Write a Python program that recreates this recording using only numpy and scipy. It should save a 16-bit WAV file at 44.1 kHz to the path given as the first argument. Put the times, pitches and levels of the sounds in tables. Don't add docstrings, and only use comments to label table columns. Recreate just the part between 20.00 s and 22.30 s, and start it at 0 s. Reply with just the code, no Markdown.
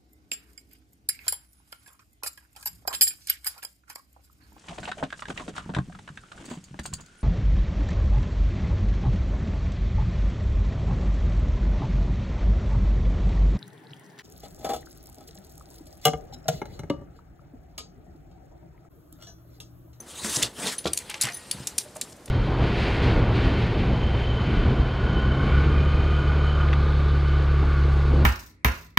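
import sys
import numpy as np
from scipy import signal
from scipy.fft import rfft, irfft, next_fast_len
from scipy.io import wavfile
from scipy.ndimage import uniform_filter1d, map_coordinates

SR = 44100
rng = np.random.default_rng(int(sys.argv[2]) if len(sys.argv) > 2 else 0)


def waveform_to_disk(signal):
    frames = np.transpose(np.atleast_2d(signal))
    scaled = np.clip(frames, -1, 1) * 32767
    samples = np.round(scaled).astype(np.int16)
    wavfile.write(sys.argv[1], SR, samples)


def gain_from_db(level_db):
    decades = np.asarray(level_db, float) / 20
    return 10 ** decades


N = 101429


def unit(x):
    return x / np.sqrt(np.mean(x ** 2) + 1e-20)


def along(points, hz):
    f, v = np.transpose(points)
    return np.interp(np.log(hz + 1), np.log(f + 1), v)


def curves(rows):
    s, *columns = np.transpose(rows)
    return [np.interp(np.arange(N) / SR, s, c, -120, -120) for c in columns]


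def wobble(rate):
    return map_coordinates(rng.standard_normal(N // 50), [np.arange(N) * rate / SR])


def filtered(x, response):
    n = x.shape[-1]
    m = next_fast_len(n + 4096)
    return irfft(rfft(x, m) * response(np.fft.rfftfreq(m, 1 / SR)), m)[..., :n]


def noise(spectrum, count=N):
    return unit(filtered(rng.standard_normal(count), lambda hz: gain_from_db(along(spectrum, hz))))


def add(track, s, piece):
    part = track[max(round(s * SR), 0):][:len(piece)]
    part += piece[:len(part)]


def resonance(f, hz, width):
    return 1j * f * width / (hz * hz - f * f + 1j * f * width)


def ring(modes, t, damping):
    out = np.zeros(len(t))
    for hz, db, t60 in modes:
        level_db = db + rng.normal(0, 3.5)
        decay_db = -60 * t / (min(t60, .12) * damping)
        out += gain_from_db(level_db + decay_db) * np.sin(2 * np.pi * hz * t + rng.uniform(0, 6.26))
    return out


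def patchy(x, depth_db):
    z = signal.stft(x, nperseg=256)[2]
    field = uniform_filter1d(rng.standard_normal(z.shape), size=3, axis=0)
    field = uniform_filter1d(field, size=10, axis=1)
    return signal.istft(z * gain_from_db(depth_db * unit(field)), nperseg=256)[1][:N]


def friction(colour, body, level_db, weight_db, lumpy_db):
    grains_per_s, grain_spread_db, grain_db, patchy_db = 3700, 0.5, -7, 3.5
    tears = (rng.random(N) < grains_per_s / SR) * rng.standard_normal(N)
    grains = tears * gain_from_db(grain_spread_db * np.minimum(rng.exponential(size=N), 2))
    rough = rng.standard_normal(N) + gain_from_db(grain_db) * unit(grains)
    top = unit(filtered(patchy(rough, patchy_db), colour))
    scrape = gain_from_db(lumpy_db * wobble(70.24)) * top
    drone = gain_from_db(weight_db + 2.8 * wobble(38.93)) * noise(body)
    return gain_from_db(level_db) * (scrape + drone)


def carriage():
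    # (time [s], scrape level [dB], weight on the base [dB])
    strokes = [
        [(.062, -54.5, 0), (.14, -43.5, -26), (.235, -37.5, -11), (.255, -31, -11.5), (.35, -33.5, -14.5),
         (.41, -35, 0.5), (.47, -44, 2.5), (.52, -57, -1)],
        [(.53, -54, -15), (.585, -39, -2), (.65, -31.5, -4.5), (.69, -30, -5), (.74, -35, -24), (.77, -54, -14)],
    ]
    # (frequency [Hz], width [Hz], level [dB])
    rail_modes = [(3640, 160, 5), (4700, 110, 1), (8000, 1040, 3.5), (9640, 170, -15)]
    # (frequency [Hz], density [dB per Hz])
    scrape_colour = [(530, -19.5), (900, -2.5), (2500, -4.5), (3650, -0.5), (5070, -5.5), (9430, -2.5),
                     (15000, -23), (15700, -21), (16000, -60)]
    # (frequency [Hz], density [dB per Hz])
    base_drone = [(29, -44), (50, -18), (220, 5.5), (501, -1), (586, 3.5), (768, -5), (1500, -7),
                  (1950, -5), (3300, -120)]
    rail_db = -17

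    def rail(f):
        modes = sum(gain_from_db(db) * resonance(f, hz, width) for hz, width, db in rail_modes)
        return gain_from_db(along(scrape_colour, f)) * (1 + gain_from_db(rail_db) * modes)

    return sum(friction(rail, base_drone, *curves(rows), lumpy_db=1.67) for rows in strokes)


def near(modes, hz):
    fade_db = -3
    return [(f, db + fade_db * abs(np.log2(f / hz)), t60) for f, db, t60 in modes]


def tinted(hz, above_db, below_db, count):
    # (frequency [Hz], density [dB per Hz])
    contact_colour = [(700, -16), (1500, -9), (2800, -4), (4300, -3), (6000, -2.5), (10000, -0.5),
                      (15000, -12), (16700, -48)]

    def slope(f):
        octaves = np.log2((f + 1) / hz)
        return gain_from_db(np.where(octaves > 0, above_db, below_db) * octaves)

    return unit(filtered(noise(contact_colour, count=count), slope))


def snaps():
    # (time [s], peak [dB], brightest frequency [Hz], t60 [s])
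    snap_events = [(0.2455, -21.5, 1048, 0.019), (0.4264, -6.5, 6760, 0.015), (0.4307, -10, 3530, 0.024),
                   (0.6696, -14.5, 3660, .02), (0.857, -20.5, 3240, 0.013), (0.866, -28, 7000, .01),
                   (0.872, -23, 4870, 0.03), (0.9323, -13, 9300, 0.017), (.9341, -13, 9320, 0.015),
                   (0.9736, -14.5, 7000, 0.019), (0.9747, -13.5, 9670, 0.008), (0.9885, -22.5, 7000, 0.006),
                   (0.9883, -23, 9500, 0.0099), (1.1113, -24.5, 2270, 0.028), (1.142, -19, 2820, 0.011),
                   (1.2114, -8.5, 7260, 0.029), (1.2147, -17, 9660, 0.0099), (1.2176, -8.5, 9860, 0.017),
                   (1.2243, -11.5, 5060, 0.021), (1.234, -14.5, 7800, 0.026), (1.2426, -20, 3090, 0.033),
                   (1.2514, -18, 2880, 0.0098), (1.253, -19.5, 7400, 0.022), (1.2696, -24, 2040, 0.031),
                   (1.27, -27, 6100, 0.027), (1.2862, -20.5, 2055, 0.032), (1.2995, -31, 5500, 0.0073),
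                   (1.321, -30.5, 5960, 0.02), (1.3475, -42, 8000, .008), (1.5116, -12.5, 4500, 0.028),
                   (1.5125, -13, 10000, 0.017), (1.6706, -13, 7370, 0.0093), (1.673, -16.5, 5660, 0.031),
                   (1.7807, -10, 9140, 0.026), (1.7836, -11, 5710, 0.017), (2.0122, -14.5, 7280, 0.024),
                   (2.0134, -24, 3940, 0.041), (2.2578, -30.5, 9500, 0.023), (2.279, -40, 1860, 0.015)]
    # (frequency [Hz], level [dB], t60 [s])
    guide_modes = [(3560, -6, .1), (4010, -1, .05), (4565, -2, .1), (5800, -4, .08), (7400, -10, .07),
                   (9900, -7, .07)]
    guide_db, guide_damping = -23, 0.68
    bright_slopes, dull_slopes, dull_hz = (-6, 4.26), (-11.5, 3.1), 3300
    rise_s, hold_s, ring_q, ring_db = .0004, 0.0014, 24, 7.5
    out, t = np.zeros(N), np.arange(SR // 5) / SR
    for s, db, hz, t60 in snap_events:
        slopes = bright_slopes if hz > dull_hz else dull_slopes
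        decay = gain_from_db(-60 * np.maximum(t - hold_s, 0) / t60)
        burst = tinted(hz, *slopes, count=len(t)) * decay * (1 - np.exp(-t / rise_s))
        burst = filtered(burst, lambda f: 1 + gain_from_db(ring_db) * resonance(f, hz, hz / ring_q))
        guide = gain_from_db(guide_db) * ring(near(guide_modes, hz), t, guide_damping)
        add(out, s, gain_from_db(db - 0.5) * (burst / np.abs(burst).max() + guide))
    return out


def knocks():
    # (time [s], peak [dB], pitch [Hz], t60 [s])
    knock_events = [(0, -40.5, 228, 0.16), (.225, -38, 71.5, 0.5), (.246, -31.5, 223.6, 0.34),
                    (0.369, -29, 132, 0.11), (0.421, -31, 59.5, 0.23), (0.428, -30, 112, 0.13),
                    (0.586, -31.5, 173, 0.058), (.66, -28, 454, 0.076), (0.8553, -15, 430, 0.014),
                    (0.857, -30, 810, 0.018), (0.859, -16, 197, 0.036), (0.859, -36, 79, 0.36),
                    (0.865, -36, 1157, 0.086), (.8671, -13, 509, 0.015), (.885, -32, 310, 0.04),
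                    (.888, -37, 750, 0.027), (.908, -37, 287, .05), (1.095, -43.5, 838, 0.13),
                    (1.137, -42, 830, 0.1), (1.155, -40, 858, 0.12), (1.234, -40, 830, 0.063),
                    (1.241, -27, 131, 0.17), (1.25, -35.5, 1035, 0.047), (1.272, -32, 820, 0.052),
                    (1.3, -40, 701, 0.11), (1.547, -33.5, 151, 0.14), (1.559, -43, 70, 0.3),
                    (1.602, -32, 132, 0.079), (1.855, -42.5, 603, 0.16), (1.959, -35, 614, 0.11),
                    (2.025, -43, 229, 0.12), (2.277, -43, 570, 0.05), (2.283, -33, 113, 0.046)]
    # (frequency [Hz], level [dB], t60 [s])
    base_modes = [(284, -11, 0.076), (450, 6.5, 0.061), (576, 4, 0.045), (662, -1, 0.086), (787, -18, 0.21),
                  (1157, -14, 0.063), (1370, -5, 0.15)]
    base_db, noise_db = -17.5, -5
    out, t = np.zeros(N), np.arange(SR // 3) / SR
    for s, db, hz, t60 in knock_events:
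        rumble = noise([(hz / 4, -20), (hz, 0), (hz * 4, -16), (hz * 16, -60)], count=len(t))
        thud = (np.sin(2 * np.pi * hz * t) + gain_from_db(noise_db) * rumble) * gain_from_db(-60 * t / t60)
        plate = gain_from_db(base_db - 2 * abs(np.log2(500 / hz))) * ring(base_modes, t, 1.0)
        rise = 1 - np.exp(-t * hz * 6)
        add(out, s, gain_from_db(db) * rise * (thud + plate))
    return out


def scuffs():
    # (time of the peak [s], 0.1 at the earliest, peak [dB], brightest frequency [Hz], half length
    # [s])
    scuff_events = [(.011, -48, 8200, 0.028), (0.248, -34, 9000, 0.004), (.355, -32, 8000, 0.06),
                    (0.365, -21.5, 6300, 0.0069), (0.423, -25, 2860, 0.0034), (0.45, -32.5, 4306, 0.019),
                    (0.681, -31, 4200, 0.027), (0.79, -39.5, 4030, 0.0083), (0.846, -38, 4070, 0.0043),
                    (0.875, -31.5, 3907, 0.011), (.945, -41, 10000, 0.0037), (0.97, -34, 8050, 0.0013),
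                    (1.101, -32, 10200, 0.0031), (1.102, -34.5, 2610, 0.007), (1.112, -43, 2800, 0.018),
                    (1.15, -40, 2472, 0.0091), (1.178, -44.5, 2900, 0.0067), (1.205, -44.5, 3900, .004),
                    (1.26, -36, 1890, 0.046), (1.9, -58.5, 8000, 0.03), (1.696, -54, 8500, 0.025),
                    (1.807, -43, 4260, 0.014), (1.814, -47, 9800, 0.035), (1.959, -45, 8870, .0075),
                    (1.9675, -37.5, 9530, .0042), (2.037, -51, 8440, .021), (2.103, -52.5, 8620, .023),
                    (2.127, -45.5, 6130, .0052), (2.166, -55, 8460, .0065), (2.282, -48, 3380, 0.0043)]
    slopes, grit_db = (-15, 8.1), 14
    out, t = np.zeros(N), np.arange(SR // 5) / SR
    middle = t.mean()
    for s, db, hz, half in scuff_events:
        grit = gain_from_db(grit_db * uniform_filter1d(rng.standard_normal(len(t)), size=64))
        swell = np.exp(-((t - middle) / half) ** 2)
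        add(out, s - middle, gain_from_db(db) * grit * tinted(hz, *slopes, count=len(t)) * swell)
    return out


def tinks():
    # (time [s], peak [dB], second mode [dB], third mode [dB], lowest mode [dB])
    tink_events = [
        (.003, -39, 6.5, -9.5, -26),
        (.782, -22, -8, -22, -35),
        (1.333, -37, 0, -12, -30),
        (1.344, -26.5, -8, -17, -24),
        (1.369, -29.5, -10, -17, -24),
    ]
    mode_hz = (9780, 6190, 14100, 1884)
    mode_t60, rise_s = (0.072, 0.049, 0.1, 0.36), 0.00037
    out, t = np.zeros(N), np.arange(SR // 3) / SR
    for s, db, *others_db in tink_events:
        for hz, level_db, t60 in zip(mode_hz, (0, *others_db), mode_t60):
            beat = 1 + 0.074 * np.sin(2 * np.pi * rng.uniform(23, 48) * t)
            envelope = gain_from_db(db + level_db - 60 * t / t60) * (1 - np.exp(-t / rise_s))
            add(out, s, envelope * beat * np.sin(2 * np.pi * hz * t))
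    return out


def shuffle():
    # (time [s], level [dB])
    movement = [(.76, -52), (.9, -51), (1.05, -48.5), (1.19, -51.5), (1.33, -47.5), (1.45, -51), (1.6, -46),
                (1.75, -51.5), (1.92, -59.5), (2.1, -54), (2.14, -95), (2.3, -91)]
    # (frequency [Hz], density [dB per Hz])
    card_colour = [(530, -42), (900, -2.5), (4890, -1.5), (6310, -9), (8450, -2), (15600, -24),
                   (15900, -70)]
    # (frequency [Hz], density [dB per Hz])
    table_drone = [(29, -27), (50, 31.5), (586, 9), (706, 0), (861, 19.5), (1500, -48), (1950, -46),
                   (3300, -120)]
    weight_db = -6
    return friction(lambda f: gain_from_db(along(card_colour, f)), table_drone, *curves(movement), weight_db, lumpy_db=1.8)


def hush(raise_db=0):
    # (frequency [Hz], density [dB per Hz])
    hush_colour = [(15, -24), (25, 1), (568, -7), (1250, -17.5), (2090, -19.5), (2460, -23), (8600, -25),
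                   (15600, -38), (15900, -80)]
    return gain_from_db(-49.5 + raise_db) * noise(hush_colour)


def tail(stretch):
    # (frequency [Hz], t60 [s])
    room_decay = [(200, 0.29), (4000, 0.13), (14000, 0.16)]
    hz, t, z = signal.stft(rng.standard_normal((2, SR // 2)), SR, nperseg=128)
    t60 = along(room_decay, hz)[:, None] * stretch
    r = signal.istft(z * gain_from_db(-60 * t / t60), SR, nperseg=128)[1]
    return r / np.linalg.norm(r[0])


def scene():
    # (frequency [Hz], left over right [dB])
    lean = [(400, 0), (5000, 1.5), (14000, .3)]
    # (frequency [Hz], side under mid [dB])
    side_level = [(100, -33), (500, -22), (1500, -16), (7000, -15), (14000, -18)]
    room_db = -12.5
    close = carriage() + snaps() + knocks() + scuffs() + tinks() + shuffle() + hush()
    halves = np.array([[.5], [-.5]])
    direct = filtered(np.array([close, close]), lambda f: gain_from_db(along(lean, f) * halves))
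    walls = signal.fftconvolve(np.pad(close, (300, 0)), tail(1)[0])[:N]
    scatter = signal.fftconvolve(close, tail(0.6)[0])[:N]
    side = filtered(scatter + hush(7.0), lambda f: gain_from_db(along(side_level, f)))
    return direct + gain_from_db(room_db) * walls + np.array([side, -side])


def band_limit(x):
    return signal.sosfilt(signal.butter(12, 16820, fs=SR, output="sos"), x)


def record(dry):
    low_cut_hz, top_hz = 51, 16800
    mix = filtered(dry, lambda hz: (hz < top_hz) * hz ** 2 / (hz ** 2 + low_cut_hz ** 2))
    return band_limit(mix)


dry = scene()
out = record(dry)
waveform_to_disk(out)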